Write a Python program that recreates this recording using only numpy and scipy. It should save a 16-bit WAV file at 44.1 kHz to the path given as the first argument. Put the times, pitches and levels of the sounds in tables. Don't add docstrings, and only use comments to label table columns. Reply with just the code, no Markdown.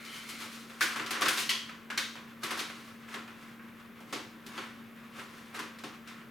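import sys
import numpy as np
from scipy import signal
from scipy.fft import rfft, irfft
from scipy.io import wavfile

SR = 44100
rng = np.random.default_rng(int(sys.argv[2]) if len(sys.argv) > 2 else 0)


def put_to_file(sound):
    columns = np.atleast_2d(sound).T
    safe = np.clip(columns, -1, 1)
    whole_steps = np.round(safe * 32767)
    wavfile.write(sys.argv[1], SR, whole_steps.astype(np.int16))


N = 277830
TIME = np.arange(N) / SR

# freq_hz, side_over_mid_db
WIDTH = [(30, -2), (125, -8), (300, -12), (1000, -9), (2200, -7.5), (4500, -9), (8000, -12), (13000, -19)]
# freq_hz, gain_db
BACKGROUND = [(25, -15), (70, -11), (95, -4.5), (135, 1.5), (170, -2), (200, 4), (320, -1), (420, -4),
              (520, -5), (650, -11), (850, -12), (1200, -11), (2200, -13), (4000, -32), (8000, -34),
              (13000, -24), (17000, -30.5)]
# start_s, end_s, fade_s, level_db
SINGING = (0, .42, .09, -51.5)
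SQUEAK = (.09, .215, .015, -52)
# peak_s, fade_s, strength_db, hardness_db
STROKES = [(0.3, .36, -52.5, 4), (0.428, .022, -41.5, -2), (0.823, .009, -44, 13), (0.92, .15, -44.5, -6),
           (1.2, .11, -38, -17), (1.337, .018, -45, 10), (1.387, .026, -41.5, 8.5),
           (2.439, .016, -37, -4.5), (2.54, .08, -43.5, -8), (2.587, .018, -37.5, -4),
           (2.8, .15, -54.5, -3.5), (3.13, .036, -46, -7.5), (3.44, .09, -55, -7), (4.1, .03, -54, -4),
           (4.575, .085, -45.5, -10), (5.18, .028, -42.5, -8), (5.34, .2, -56, -4.5),
           (5.56, .017, -40.5, -7)]
# start_s, strength_db, hardness_db, kind
KNOCKS = [(0.0498, -55, 6, "rim"), (0.2905, -55, 11, "cutlery"), (0.698, -39, -16, "wall"),
          (0.8085, -24, -7, "wall"), (0.9607, -25.5, -17, "wall"), (0.9969, -25.5, -25, "wall"),
          (1.0624, -37, -4.5, "rim"), (1.1074, -25.5, -7.5, "wall"), (1.2104, -35.5, -2, "cutlery"),
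          (1.2191, -18.5, -12.5, "rim"), (1.256, -19, -14, "rim"), (1.2832, -38, 9.5, "cutlery"),
          (1.3746, -31.5, -4.5, "wall"), (1.493, -26.5, -1.5, "rim"), (1.6937, -35.5, -22.5, "rim"),
          (1.9017, -28.5, -16, "rim"), (1.977, -26, -5, "rim"), (2.155, -34, -22, "wall"),
          (2.4335, -28, -8.5, "wall"), (2.5073, -24.5, -13.5, "wall"), (2.5925, -38, 1, "rim"),
          (2.699, -35, -19, "wall"), (3.1413, -28, -19.5, "wall"), (3.2774, -38, -23, "wall"),
          (4.0035, -49, -11, "cutlery"), (4.1265, -27.5, -9, "floor"), (4.4642, -50.5, 1, "cutlery"),
          (4.578, -29, -23, "wall"), (5.5917, -28, -15.5, "wall"), (5.7863, -41, -11, "rim"),
          (5.8374, -35, -10.5, "floor"), (6.0741, -40, -9.5, "rim")]
BLOWS = {"rim": (-21, -6.5, .007, 1.3), "wall": (-15.5, -4, .008, 1.2), "floor": (-7.5, -8, .012, 1.4),
         "cutlery": (-1, -1.5, .005, 1.0)}
# freq_hz, gain_db
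CLACK = [(40, -41), (200, -23), (400, -14.5), (650, -11), (900, -8), (1060, 1), (1600, 0.5), (2100, -2),
         (2700, -4), (3700, -9.5), (5000, -18.5), (8000, -23.5), (17000, -70)]
CRACK = [(40, -69), (700, -49), (2000, 5), (3600, 4.5), (5000, 2.5), (6500, -1), (8000, -7.5),
         (10000, -14.5), (17000, -34)]
TICK = [(40, -63), (3000, -20), (7500, -2.5), (9300, 0), (12000, -2.5), (14000, -6.5), (17000, -19)]
# pitch_hz, energy_db, t60_s
RIM = [(1330, -1, 0.023), (2200, 5, 0.01), (4250, -4, 0.012)]
BASIN_WALLS = [(997, 0.5, 0.23), (1119, 5.5, 0.054), (1323, 4.5, 0.18), (1430, 0, .12), (1550, -1, 0.098),
               (1793, -1.5, 0.071), (2110, -3, 0.16), (3520, -4.5, 0.013)]
BASIN_FLOOR = [(135, -12, .08), (285, -3.5, 0.037), (317.7, 0.5, 0.13), (384.6, 0, 0.056), (438, -4, 0.045),
               (526, -4.5, 0.1), (734, -4, 0.043), (894, -5, .04)]
BASIN_BOOM = [(285, -0.5, 0.061), (312, -2, 0.097), (1010, -11, .06), (1134, -3, .04), (2760, -8, .04),
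              (3500, -16, .015)]
POT = [(1053, -11, 0.021), (1456, -7, 0.06), (1546, -3, .04), (1680, -1, 0.0099), (2290, -7.5, .015),
       (2690, -16, .04)]
PLATE = [(1015, -17.5, 0.092), (1914, -9, 0.016), (2000, -10, .06), (2470, -25, .04), (2960, -3.5, 0.017),
         (3150, -6, 0.027), (3280, -6.5, .045), (3360, -7.5, .045), (4380, -6, 0.0057),
         (5360, -11.5, 0.0023), (6080, -14, 0.0098)]
BOWL = [(1550, -2.5, 0.0099), (2220, -7, 0.044), (3122, -10, .04), (3320, -9, 0.05), (3600, -6, .02),
        (3865, -5.5, .05), (4150, -7, 0.013), (4600, -8.5, .012), (5800, -8.5, 0.0046)]
BODIES = {"pot": POT, "plate": PLATE, "bowl": BOWL, "basin": BASIN_BOOM}
# start_s, strength_db, body
RINGS = [(0.8098, -24.5, "pot"), (1.28, -28, "pot"), (1.376, -38, "bowl"), (1.4925, -26.5, "plate"),
         (0.999, -46, "pot"), (1.692, -47, "pot"), (1.902, -38.5, "pot"), (1.976, -30, "bowl"),
         (2.592, -38.5, "bowl"), (3.594, -50, "pot"), (4.129, -42.5, "basin"), (4.579, -45, "plate"),
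         (5.839, -45.5, "basin")]


def from_db(db):
    return 10 ** (np.asarray(db) / 20)


def unit_rms(x):
    return x / np.sqrt(np.mean(x ** 2) + 1e-20)


def unit_energy(x):
    return x / np.sqrt(np.sum(x ** 2) + 1e-20)


def bin_gains(spectrum, size=N):
    freq_hz, gain_db = np.transpose(spectrum)
    bins_hz = np.maximum(np.fft.rfftfreq(size, 1 / SR), 1)
    return from_db(np.interp(np.log(bins_hz), np.log(freq_hz), gain_db))


def drift(rate_hz):
    return np.interp(TIME * rate_hz, np.arange(N), rng.standard_normal(N))


def swell(start_s, end_s, fade_s, roundness=1.5):
    outside_s = np.abs(TIME - np.clip(TIME, start_s, end_s))
    return np.exp(-np.minimum((outside_s / fade_s) ** roundness, 40))


def add(track, start_s, sound):
    start = max(round(start_s * SR), 0)
    track[start:start + len(sound)] += sound[:N - start]


def through(stereo, response):
    return np.array([signal.fftconvolve(channel, unit_energy(response))[:N] for channel in stereo])


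def colour(spectrum, size=8192):
    cepstrum = irfft(np.log(bin_gains(spectrum, size)))
    cepstrum[1:size // 2] *= 2
    cepstrum[size // 2 + 1:] = 0
    return irfft(np.exp(rfft(cepstrum)))


def ringing(modes):
    t = TIME[:SR // 2]
    response = 0
    for k, (pitch_hz, energy_db, t60_s) in enumerate(modes):
        mode = np.cos(2 * np.pi * pitch_hz * t) * from_db(-60 * t / t60_s)
        response += (-1) ** k * from_db(energy_db) * unit_energy(mode)
    return response


def diffuse():
    mid, side = rng.standard_normal((2, N))
    side = irfft(rfft(side) * bin_gains(WIDTH), N)
    return np.array([mid + side, mid - side])


def echo_envelope(force, t60_s):
    retained = from_db(-60 / (t60_s * SR)) ** 2
    return np.sqrt(signal.lfilter([1 - retained], [1, -retained], force ** 2 + 1e-18))


def kitchen(force, t60_s, direct_db=-7, early_db=-6, early_t60_s=0.077, wall_hz=11000, lumpy_db=4.0):
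    early = unit_rms(diffuse() * from_db(lumpy_db * drift(2500)))
    early *= echo_envelope(force, early_t60_s)
    pole = np.exp(-2 * np.pi * wall_hz / SR)
    tail = signal.lfilter([1 - pole], [1, -pole], unit_rms(diffuse()))
    tail *= echo_envelope(force, t60_s)
    return from_db(direct_db) * force + from_db(early_db) * early + tail


def appliance(pitch_hz=229.6, wander=0.0025, hum_db=-53, waver_db=1.4, background_db=-55):
    background = unit_rms(irfft(rfft(diffuse()) * bin_gains(BACKGROUND), N))
    phase = 2 * np.pi * np.cumsum(pitch_hz * (1 + wander * drift(5.84))) / SR
    hum = unit_rms(np.sin(phase)) * from_db(hum_db + waver_db * drift(7.1))
    return from_db(background_db) * background + hum


def sliding_rim(squeak_hz=3080, waver=0.037):
    sing_gain, squeak_gain = [from_db(level_db) * swell(start_s, end_s, fade_s)
                              for start_s, end_s, fade_s, level_db in (SINGING, SQUEAK)]
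    phase = 2 * np.pi * np.cumsum(squeak_hz * (1 + waver * drift(900))) / SR
    singing = through(unit_rms(diffuse()), ringing(RIM))
    return sing_gain * singing + squeak_gain * unit_rms(np.sin(phase))


def rubbing(slips_per_s=3000, uneven_db=3.2, rest_rub_db=-58.3, rest_hiss_db=-72.5, jolt_s=0.001):
    rub, bump, hiss = from_db(rest_rub_db), 0, from_db(rest_hiss_db)
    for peak_s, fade_s, strength_db, hardness_db in STROKES:
        pressure = from_db(strength_db) * swell(peak_s, peak_s, fade_s)
        rub = np.hypot(rub, pressure)
        bump = np.hypot(bump, pressure * (jolt_s / fade_s) ** 0.3)
        hiss = np.hypot(hiss, pressure * from_db(hardness_db))
    slips = rng.standard_normal(N) * (rng.random(N) < slips_per_s / SR)
    return np.array([rub, bump, hiss]) * unit_rms(slips * from_db(uneven_db * drift(35)))


def contact(bounce_s, chatter_ratio, bounces_per_s=1500):
    t = TIME[:SR // 8]
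    bounces = rng.standard_normal(len(t)) * (rng.random(len(t)) < bounces_per_s / SR)
    force = chatter_ratio * unit_energy(bounces * np.exp(-t / bounce_s))
    force[0] = 1
    return unit_energy(force)


def knocks(clack_db=20, thud_db=27, crack_db=29, tick_db=29):
    forces = np.zeros((4, N))
    for start_s, strength_db, hardness_db, kind in KNOCKS:
        weight_db, fineness_db, bounce_s, chatter_ratio = BLOWS[kind]
        blow = contact(bounce_s, chatter_ratio)
        gains_db = [clack_db, thud_db + weight_db,
                    crack_db + hardness_db, tick_db + hardness_db + fineness_db]
        for force, gain_db in zip(forces, gains_db):
            add(force, start_s, from_db(strength_db + gain_db) * blow)
    return forces


def sink(clack_db=-1, walls_db=-8, hiss_tick_db=-3):
    rub, bump, hiss = rubbing()
    clack, thud, crack, tick = knocks() + [rub, bump, hiss, from_db(hiss_tick_db) * hiss]
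    body = through(kitchen(clack, t60_s=0.48), colour(CLACK))
    walls = through(kitchen(clack, t60_s=0.48), ringing(BASIN_WALLS))
    floor = through(kitchen(thud, t60_s=0.44), ringing(BASIN_FLOOR))
    edge = through(kitchen(crack, t60_s=0.48, direct_db=-10, early_db=-5), colour(CRACK))
    top = through(kitchen(tick, t60_s=0.37, direct_db=-13, early_db=-7, wall_hz=5930), colour(TICK))
    return from_db(clack_db) * body + from_db(walls_db) * walls + floor + edge + top


def clinks_and_booms(ring_db=28):
    rings = 0
    for name, modes in BODIES.items():
        force = np.zeros(N)
        for start_s, strength_db, body in RINGS:
            if body == name:
                force[round(start_s * SR)] += from_db(strength_db + ring_db)
        rings += through(kitchen(force, t60_s=0.52, direct_db=-5), ringing(modes))
    return rings


def pan_left(stereo, db):
    return stereo * from_db([[db], [-db]])


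def scene():
    washing = sink() + clinks_and_booms() + sliding_rim()
    return pan_left(washing, db=0.45) + pan_left(appliance(), db=0.8)


def record(dry, cutoff_hz=17300):
    return signal.sosfilt(signal.ellip(10, 0.2, 70, cutoff_hz, fs=SR, output="sos"), dry)


dry = scene()
out = record(dry)
put_to_file(out)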